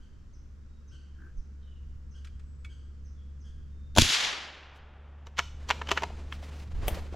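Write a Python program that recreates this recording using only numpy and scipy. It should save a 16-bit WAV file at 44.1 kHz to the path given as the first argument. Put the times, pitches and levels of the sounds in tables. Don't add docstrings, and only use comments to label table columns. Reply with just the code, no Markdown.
import sys
import numpy as np
from scipy import signal
from scipy.fft import rfft, irfft
from scipy.io import wavfile
from scipy.ndimage import uniform_filter1d

SR = 44100
rng = np.random.default_rng(int(sys.argv[2]) if len(sys.argv) > 2 else 0)


def bounce(signal):
    frames = np.transpose(np.atleast_2d(signal))
    limited = np.clip(frames, -1, 1)
    pcm = np.round(limited * 32767).astype(np.int16)
    wavfile.write(sys.argv[1], SR, pcm)


N = 315315
TIME = np.arange(N) / SR
AGE = TIME[:SR // 3]
LEAD_S = .03

# f/Hz, side minus mid/dB
NEAR_WIDTH = [(600, -14), (5000, -13), (12000, -11)]
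ECHO_WIDTH = [(600, -13), (1400, -6), (3000, -9.5), (7000, -15), (15000, -10)]


def undb(db):
    return 10 ** (np.asarray(db) / 20)


def unit(x):
    return x / np.sqrt(np.mean(x ** 2))


def add(out, s, sound):
    i = max(int(s * SR), 0)
    out[..., i:i + sound.shape[-1]] += sound[..., :N - i]


def fade(t60):
    return np.exp(-np.log(1000) * AGE / max(t60, 1e-3))


def swell(middle_s, half_s):
    return np.exp(-.5 * ((TIME - middle_s) / half_s) ** 2)


def swells(table):
    return np.sqrt(sum((undb(db) * swell(s, half_s)) ** 2 for s, half_s, db in table))


def walk(rate):
    hold = int(SR / rate)
    steps = np.repeat(rng.standard_normal(N // hold + 1), hold)
    return unit(uniform_filter1d(uniform_filter1d(steps, hold), hold)[:N])


def colour(x, spectrum):
    hz, db = np.transpose(spectrum)
    bins = np.maximum(np.arange(x.shape[-1] // 2 + 1) * SR / x.shape[-1], 1)
    return irfft(rfft(x) * undb(np.interp(np.log(bins), np.log(hz), db)), x.shape[-1])


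def tilted(table, corners_hz, lifts_db):
    return [(hz, db + np.interp(np.log(hz), np.log(corners_hz), lifts_db), *rest)
            for hz, db, *rest in table]


def octaves(x):
    size = x.shape[-1]
    octave = np.log2(np.clip(np.arange(size // 2 + 1) * SR / size, 125, 16000))
    spectrum = rfft(x)
    return [(2. ** k, irfft(spectrum * np.maximum(1 - abs(octave - k), 0), size)) for k in range(7, 15)]


def noise(spectrum, width, envelope, grain_db=0):
    size = len(envelope)
    mid, side = envelope * rng.standard_normal((2, size)) * undb(grain_db * rng.exponential(size=size))
    side = colour(side, width)
    return unit(colour(np.array([mid + side, mid - side]), spectrum)) * np.sqrt(np.mean(envelope ** 2))


def burst(spectrum, t60, rise, grain_db=0):
    decay = np.interp(AGE - LEAD_S, AGE, fade(t60))
    build_up = np.interp(LEAD_S - AGE, AGE, fade(rise))
    return noise(spectrum, NEAR_WIDTH, decay * build_up, grain_db)


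def ring(modes, scatter_db):
    out = np.zeros(len(AGE))
    for hz, db, t60 in modes:
        force, polarity, detune = rng.standard_normal(3)
        tone = np.sign(polarity) * np.sin(2 * np.pi * hz * (1 + .025 * detune) * AGE)
        out += undb(db + scatter_db * force) * tone * fade(t60)
    return out * np.minimum(AGE / 0.0014, 1)


def woods(x, t60, dulling):
    scatter = noise([(100, 1.5), (1500, -6.5), (4000, 1.5), (14000, 2.0)], ECHO_WIDTH, np.ones(SR))
    response = sum(band * np.exp(-np.log(1000) * TIME[:SR] / t60 * (1 + dulling * hz / SR))
                   for hz, band in octaves(scatter))
    return signal.fftconvolve(np.atleast_2d(x), unit(response) / np.sqrt(SR), axes=1)[:, :N]


def leaves():
    hush = [(120, -27), (200, 2), (268, -6.5), (500, -17), (735, -26), (1370, -20), (2210, -29),
            (3970, -33.5), (5630, -31.5), (7540, -36), (9400, -50), (16000, -63)]
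    width = [(100, -7.5), (400, -3.5), (2000, -3.5), (8000, -5)]
    return noise(hush, width, undb(-62.5 + 0.12 * walk(3.9)))


def engine():
    orders = [0.5, -18, -27.5, -43.5, -37.5, -38.5, -36.5]
    firing_hz = 69.8 + 0.082 * TIME ** 2
    db = -47 + 0.85 * TIME - 11 * np.exp(-TIME / 0.56)
    phase = 2 * np.pi * np.cumsum(firing_hz * (1 + .005 * walk(13))) / SR
    return sum(undb(db + order_db + 0.5 * walk(11)) * np.sqrt(2) * np.sin(k * phase)
               for k, order_db in enumerate(orders, 1))


def note(length, contour_hz, harmonics_db, rasp):
    u = np.linspace(0, 1, int(length * SR))
    shake = 1 + rasp * unit(uniform_filter1d(rng.standard_normal(len(u)), size=60))
    hz = np.interp(u, np.linspace(0, 1, len(contour_hz)), contour_hz)
    phase = 2 * np.pi * np.cumsum(shake * hz) / SR
    tone = sum(undb(db) * np.sin(k * phase) for k, db in enumerate(harmonics_db, 1))
    return np.sqrt(4 * u * (1 - u)) * tone


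def birds():
    chips = [(0.331, -58.5), (0.876, -57.5), (1.369, -60.5), (2.107, -58.5), (3.047, -58.5), (3.404, -58.5)]
    # t/s, length/s, start f/Hz, end f/Hz, relative level/dB, rasp/share of the pitch
    whistles = [(.58, .35, 3790, 3780, -83, .008), (1.604, .075, 3970, 3410, -74, .04),
                (1.597, .21, 3150, 2780, -69.5, .035), (2.335, .55, 7900, 7780, -83.5, .008),
                (3.15, .09, 3540, 3110, -71, .03), (3.67, .33, 3640, 3638, -76.5, .009)]
    peeks = [(0, 1553, -68), (0.909, 1543, -60.5), (2.137, 1565, -62.5), (2.687, 1588, -62),
             (3.438, 1625, -64.5)]
    chip_hz, trill_hz, trill_db = 6280, 21, 4
    near, far = np.zeros((2, N))
    for s, db in chips:
        add(near, s, undb(db - 7) * note(0.026, chip_hz * np.array([1, 1, .9, .77]), [0], rasp=.012))
    for s, length, start_hz, end_hz, db, rasp in whistles:
        add(far, s, undb(db) * note(length, [start_hz, end_hz], [0], rasp))
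    far *= undb(trill_db * np.sin(2 * np.pi * trill_hz * TIME))
    arch = np.array([.86, 1, 1.01, .99, .9])
    for s, hz, db in peeks:
        add(far, s, undb(db) * note(0.054, hz * arch, [2, 1.5, -8, -9.5, -15, -23, -27], rasp=.043))
    echoes = undb(1.5) * woods(near, t60=0.68, dulling=2) + woods(far, t60=1.1, dulling=4.4)
    return near + undb(-6.5) * far + echoes


def wind():
    rumble = [(30, 10), (60, 6.5), (110, 1.5), (180, -11.5), (300, -22.5), (600, -59)]
    flow = undb(-48.5) + undb(-34.5) * swell(6.87, half_s=.12)
    return noise(rumble, width=[(30, -10.5), (150, -13.0)], envelope=flow * undb(1.8 * walk(6)))


def clothes():
    # middle t/s, half length/s, level/dB
    strokes = [(5.848, 0.2, -52), (6.14, 0.16, -52), (6.487, 0.14, -51.5), (6.925, 0.12, -45.5),
               (7.124, 0.046, -52)]
    snags = [(4.765, .012, -57), (6.345, .025, -54), (6.45, 0.036, -55.5), (6.58, 0.049, -58),
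             (6.95, .005, -45.5)]
    # f/Hz, level/dB
    rustle_colour = [(110, -10), (180, 2.5), (350, -2.5), (525, -4.5), (2700, -16), (7140, -26.5),
                     (16000, -54)]
    snag_colour = [(500, -4), (2500, 1.5), (6000, -6), (8500, -14), (16000, -23)]
    catching = undb(2.5 * walk(90))
    rustle = noise(rustle_colour, NEAR_WIDTH, swells(strokes), grain_db=1)
    drag = noise(snag_colour, NEAR_WIDTH, swells(snags), grain_db=1.5)
    return catching * (rustle + drag)


def creak():
    resonances = [(350, 0.5), (600, -34.5), (1250, -14), (1600, 1), (1950, -22), (4000, -47)]
    slips_per_s = 2000
    slips = rng.random(N) < slips_per_s / SR
    return undb(-42) * noise(resonances, NEAR_WIDTH, slips * swell(1.245, half_s=.045))


def thump(hz, t60):
    rock_rad = np.array([[1], [-1]]) * .33 * np.sqrt(90 / hz)
    return np.sin(2 * np.pi * hz * AGE + rock_rad) * fade(t60) * np.minimum(2 * hz * AGE, 1)


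def handling():
    jolts = [(3.9739, -15, 4.5, 0.73), (3.984, 2.5, 1, 1.25), (4.0202, -4.5, -4.5, 2.6),
             (4.045, -22.5, -2, .8)]
    mount_modes = [(32, 2.5, 0.13), (92.6, 15, 0.059), (136, 2, 0.07), (195, 0.5, 0.064), (233.5, 4, .1),
                   (319.2, 3.5, 0.051), (645, 5.5, 0.018), (910, -1, 0.03)]
    sways = [(1.39, -23.5, 21.4), (6.776, -22.5, 44.2), (6.87, -22.5, 47.4), (6.932, -27, 49)]
    knocks = [(6.104, -33.5, 710), (6.428, -34.5, 705), (6.831, -41, 336), (6.973, -24, 550),
              (7.125, -28, 344), (7.143, -29.5, 680)]
    out = np.zeros((2, N))
    for s, db, hardness_db, damping in jolts:
        for hz, mode_db, t60 in mount_modes:
            add(out, s, undb(db + mode_db + hardness_db * np.log2(hz / 250)) * thump(hz, t60 / damping))
    for s, db, hz in sways:
        out += undb([[db - 4], [db]]) * swell(s, half_s=0.011) * np.sin(2 * np.pi * hz * (TIME - s))
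    for s, db, hz in knocks:
        add(out, s, undb(db) * thump(hz, t60=0.016))
    return out


def ticks():
    clicks = [(2.247, -51, -28.5), (2.271, -56, -5), (2.396, -60.5, -12), (2.647, -50.5, 4.5)]
    click_modes = [(1490, -10, .035), (2282, -1, .12), (2470, 4, .034), (2820, -1, .016), (3310, 0, .032)]
    taps = [(6.882, -14, 0.0077, .001), (6.884, -26.5, 0.053, 0.036)]
    # f/Hz, level/dB
    click_colour = [(600, -37), (1300, 6), (3600, -1.5), (7500, -8), (8600, -14), (13000, -26),
                    (16000, -60)]
    tap_colour = [(240, -8), (600, 10), (1460, -9), (3100, 0), (4110, -17), (8000, -10.5), (12500, -6),
                  (16000, -15)]
    tap_shadow = [(6000, -4), (13000, -8)]
    out, tap = np.zeros((2, 2, N))
    for s, db, ring_db in clicks:
        add(out, s - LEAD_S, undb(db) * burst(click_colour, t60=0.067, rise=0.0054))
        add(out, s, undb(db + ring_db) * ring(click_modes, scatter_db=2.5))
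    for s, db, t60, rise in taps:
        add(tap, s - LEAD_S, undb(db) * burst(tap_colour, t60, rise))
    out += np.array([tap[0], colour(tap[1], tap_shadow)])
    return out + undb(-13) * woods(out, t60=0.61, dulling=2.6)


def action():
    # t/s, relative level/dB, edge and body (set the tilt), struck part's f/Hz
    contacts = [(5.269, -31, -6, 5, 1300), (5.381, -21.5, -19, -47, 2510), (5.391, -6.5, -21.5, -16, 1720),
                (5.692, -23, 1, -6, 4500), (5.708, -7.5, -30.5, -18.5, 2940), (5.815, -21.5, -34, -9, 1000),
                (5.872, -32, -23, -25, 2900), (5.89, -21, -17, -14, 3180), (5.915, -9, -11.5, -5, 2960),
                (5.976, -11.5, -32, -15.5, 1670), (6.022, -24, -11, 7, 890), (6.034, -15.5, -19, 0, 1000),
                (6.324, -25, -49, -35, 3110)]
    receiver_modes = [(420, -9.5, 0.078), (687, -8, 0.075), (926, -13.5, 0.11), (1290, -12, 0.061),
                      (1750, -4.5, 0.031), (2194, -6.5, 0.033), (2600, -7, 0.0286), (4070, 5.5, 0.0063)]
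    contact_colour = [(300, -11.5), (749, -4.5), (933, 0), (1500, -6), (1940, -9.5), (3000, -5),
                      (3600, -10), (4860, -13.5), (6170, -12), (7680, -19.5), (8420, -32), (13300, -34.5),
                      (16000, -48.5)]
    part_db, part_t60 = 2.5, .026
    cracks, rings = np.zeros((2, 2, N))
    for s, db, edge, body, part_hz in contacts:
        corners_hz, lifts_db = [700, 2000, 5500], [0.59 * (body + 4.0), 0, 0.57 * (edge + 7.5)]
        spectrum = tilted(contact_colour, corners_hz, lifts_db)
        contact = undb(-6) * burst(spectrum, t60=0.011, rise=0.004)
        chatter = undb(-13) * burst(spectrum, t60=0.047, rise=0.035, grain_db=4)
        add(cracks, s + 0.000965 - LEAD_S, undb(db) * (contact + chatter))
        modes = tilted(receiver_modes, corners_hz, lifts_db) + [(part_hz, part_db, part_t60)]
        add(rings, s + .001, undb(db - 12) * ring(modes, scatter_db=2))
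    return cracks + rings + undb(-13) * woods(cracks, t60=0.5, dulling=0.48)


def shot_echo(shot_s):
    # f/Hz, level/dB
    slap_colour = [(300, -6), (600, -22.5), (2200, -9), (3400, 2), (15000, -62.5)]
    wash_colour = [(150, -26), (400, -18), (800, -11), (1400, -6), (3300, 0.5), (5000, -3), (7200, -8),
                   (8500, -19), (10500, -21), (13800, -33.5), (15000, -63.5)]
    waves = [(0.139, 3.5), (.25, 3.5)]
    rise_s, fall_s = 0.01755, 0.054
    hold_s, fall_power = 0.31, 5.88
    out = undb(-12.5) * noise(slap_colour, ECHO_WIDTH, swell(shot_s + .111, half_s=.011))
    age = np.maximum(TIME - shot_s, 0)
    waves_db = sum(db * swell(shot_s + delay, np.where(age < delay, rise_s, fall_s))
                   for delay, db in waves)
    wash_db = -11.5 + waves_db - 10 * np.log10(1 + (age / hold_s) ** fall_power)
    loss_db_per_root_khz = np.minimum(-4.5 + 33.5 * age, 29.5)
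    scatter = noise(wash_colour, ECHO_WIDTH, undb(.9 * walk(130)), grain_db=1.5)
    for hz, band in octaves(scatter):
        out += band * undb(wash_db - loss_db_per_root_khz * (np.sqrt(hz / 1000) - 1)) * (age > 0)
    return out


def shot():
    # t/s, level/dB, t60/s, lift below 1 kHz/dB
    cracks = [(3.952, -41, 0.045, 1.5), (3.963, -24, 0.034, 7.5), (3.9736, -14.5, 0.026, -1.5),
              (3.9764, 0, 0.0099, -1.5), (3.9817, 0, 0.018, 1.5), (3.9845, 16, 0.0059, 3),
              (3.988, 11, 0.0039, -8.5), (3.9965, 0, 0.028, -9), (4.0135, -1.5, 0.048, -16.5),
              (4.019, 5, 0.019, -14), (4.03, -14.5, 0.38, -4.5)]
    crack_colour = [(88, -29.5), (150, -1.5), (923, -2), (1210, -17), (1450, -2), (1940, -10.5),
                    (2220, -4.5), (3420, 2.5), (5050, -6.5), (6770, -1.5), (8900, -20.5), (10400, -12),
                    (16000, -36)]
    shot_s, shock_s, spring_hz = 3.9845, 0.00018, 895
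    out = np.zeros((2, N))
    add(out, shot_s, undb(19) * (1 - 2 * AGE / shock_s) * (AGE < shock_s))
    for s, db, t60, body_db in cracks:
        spectrum = tilted(crack_colour, [1000, 2000], [body_db, 0])
        add(out, s - LEAD_S, undb(db) * burst(spectrum, t60, rise=0.00066))
    out += undb(-24) * swell(3.977, half_s=0.0065) * np.sin(2 * np.pi * spring_hz * TIME)
    return (out + shot_echo(shot_s)) * undb([[.5], [-.5]])


def scene():
    return (shot() + action() + ticks() + handling() + clothes() + wind()
            + birds() + creak() + engine() + leaves())


def narrow(x):
    narrowing = [(4.1, -74), (4.6, 56), (6.4, 76), (6.8, -17.5)]  # t/s, loss of side at 125 Hz/dB (none below zero)
    mid, side = (x[0] + x[1]) / 2, (x[0] - x[1]) / 2
    loss_db = np.maximum(np.interp(TIME, *np.transpose(narrowing)), 0)
    side = sum(band * undb(-loss_db * np.interp(np.log(hz), np.log([125, 6000]), [1, 0]))
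               for hz, band in octaves(side))
    return np.array([mid + side, mid - side])


def gain_control(x, threshold_db, recovery_db_per_s, window_s):
    power = uniform_filter1d(np.mean(x ** 2, axis=0), int(window_s * SR))
    excess_db = np.maximum(10 * np.log10(np.maximum(power, 1e-12)) - threshold_db, 0)
    ramp = recovery_db_per_s * TIME
    return x * undb(ramp - np.maximum.accumulate(excess_db + ramp))


def record(dry):
    ducked = gain_control(narrow(dry), threshold_db=-11.5, recovery_db_per_s=10.5, window_s=0.019)
    top_cut = signal.ellip(8, .2, 70, 16200, fs=SR, output="sos")
    return signal.sosfilt(top_cut, np.clip(ducked, -.9, .9))


dry = scene()
out = record(dry)
bounce(out)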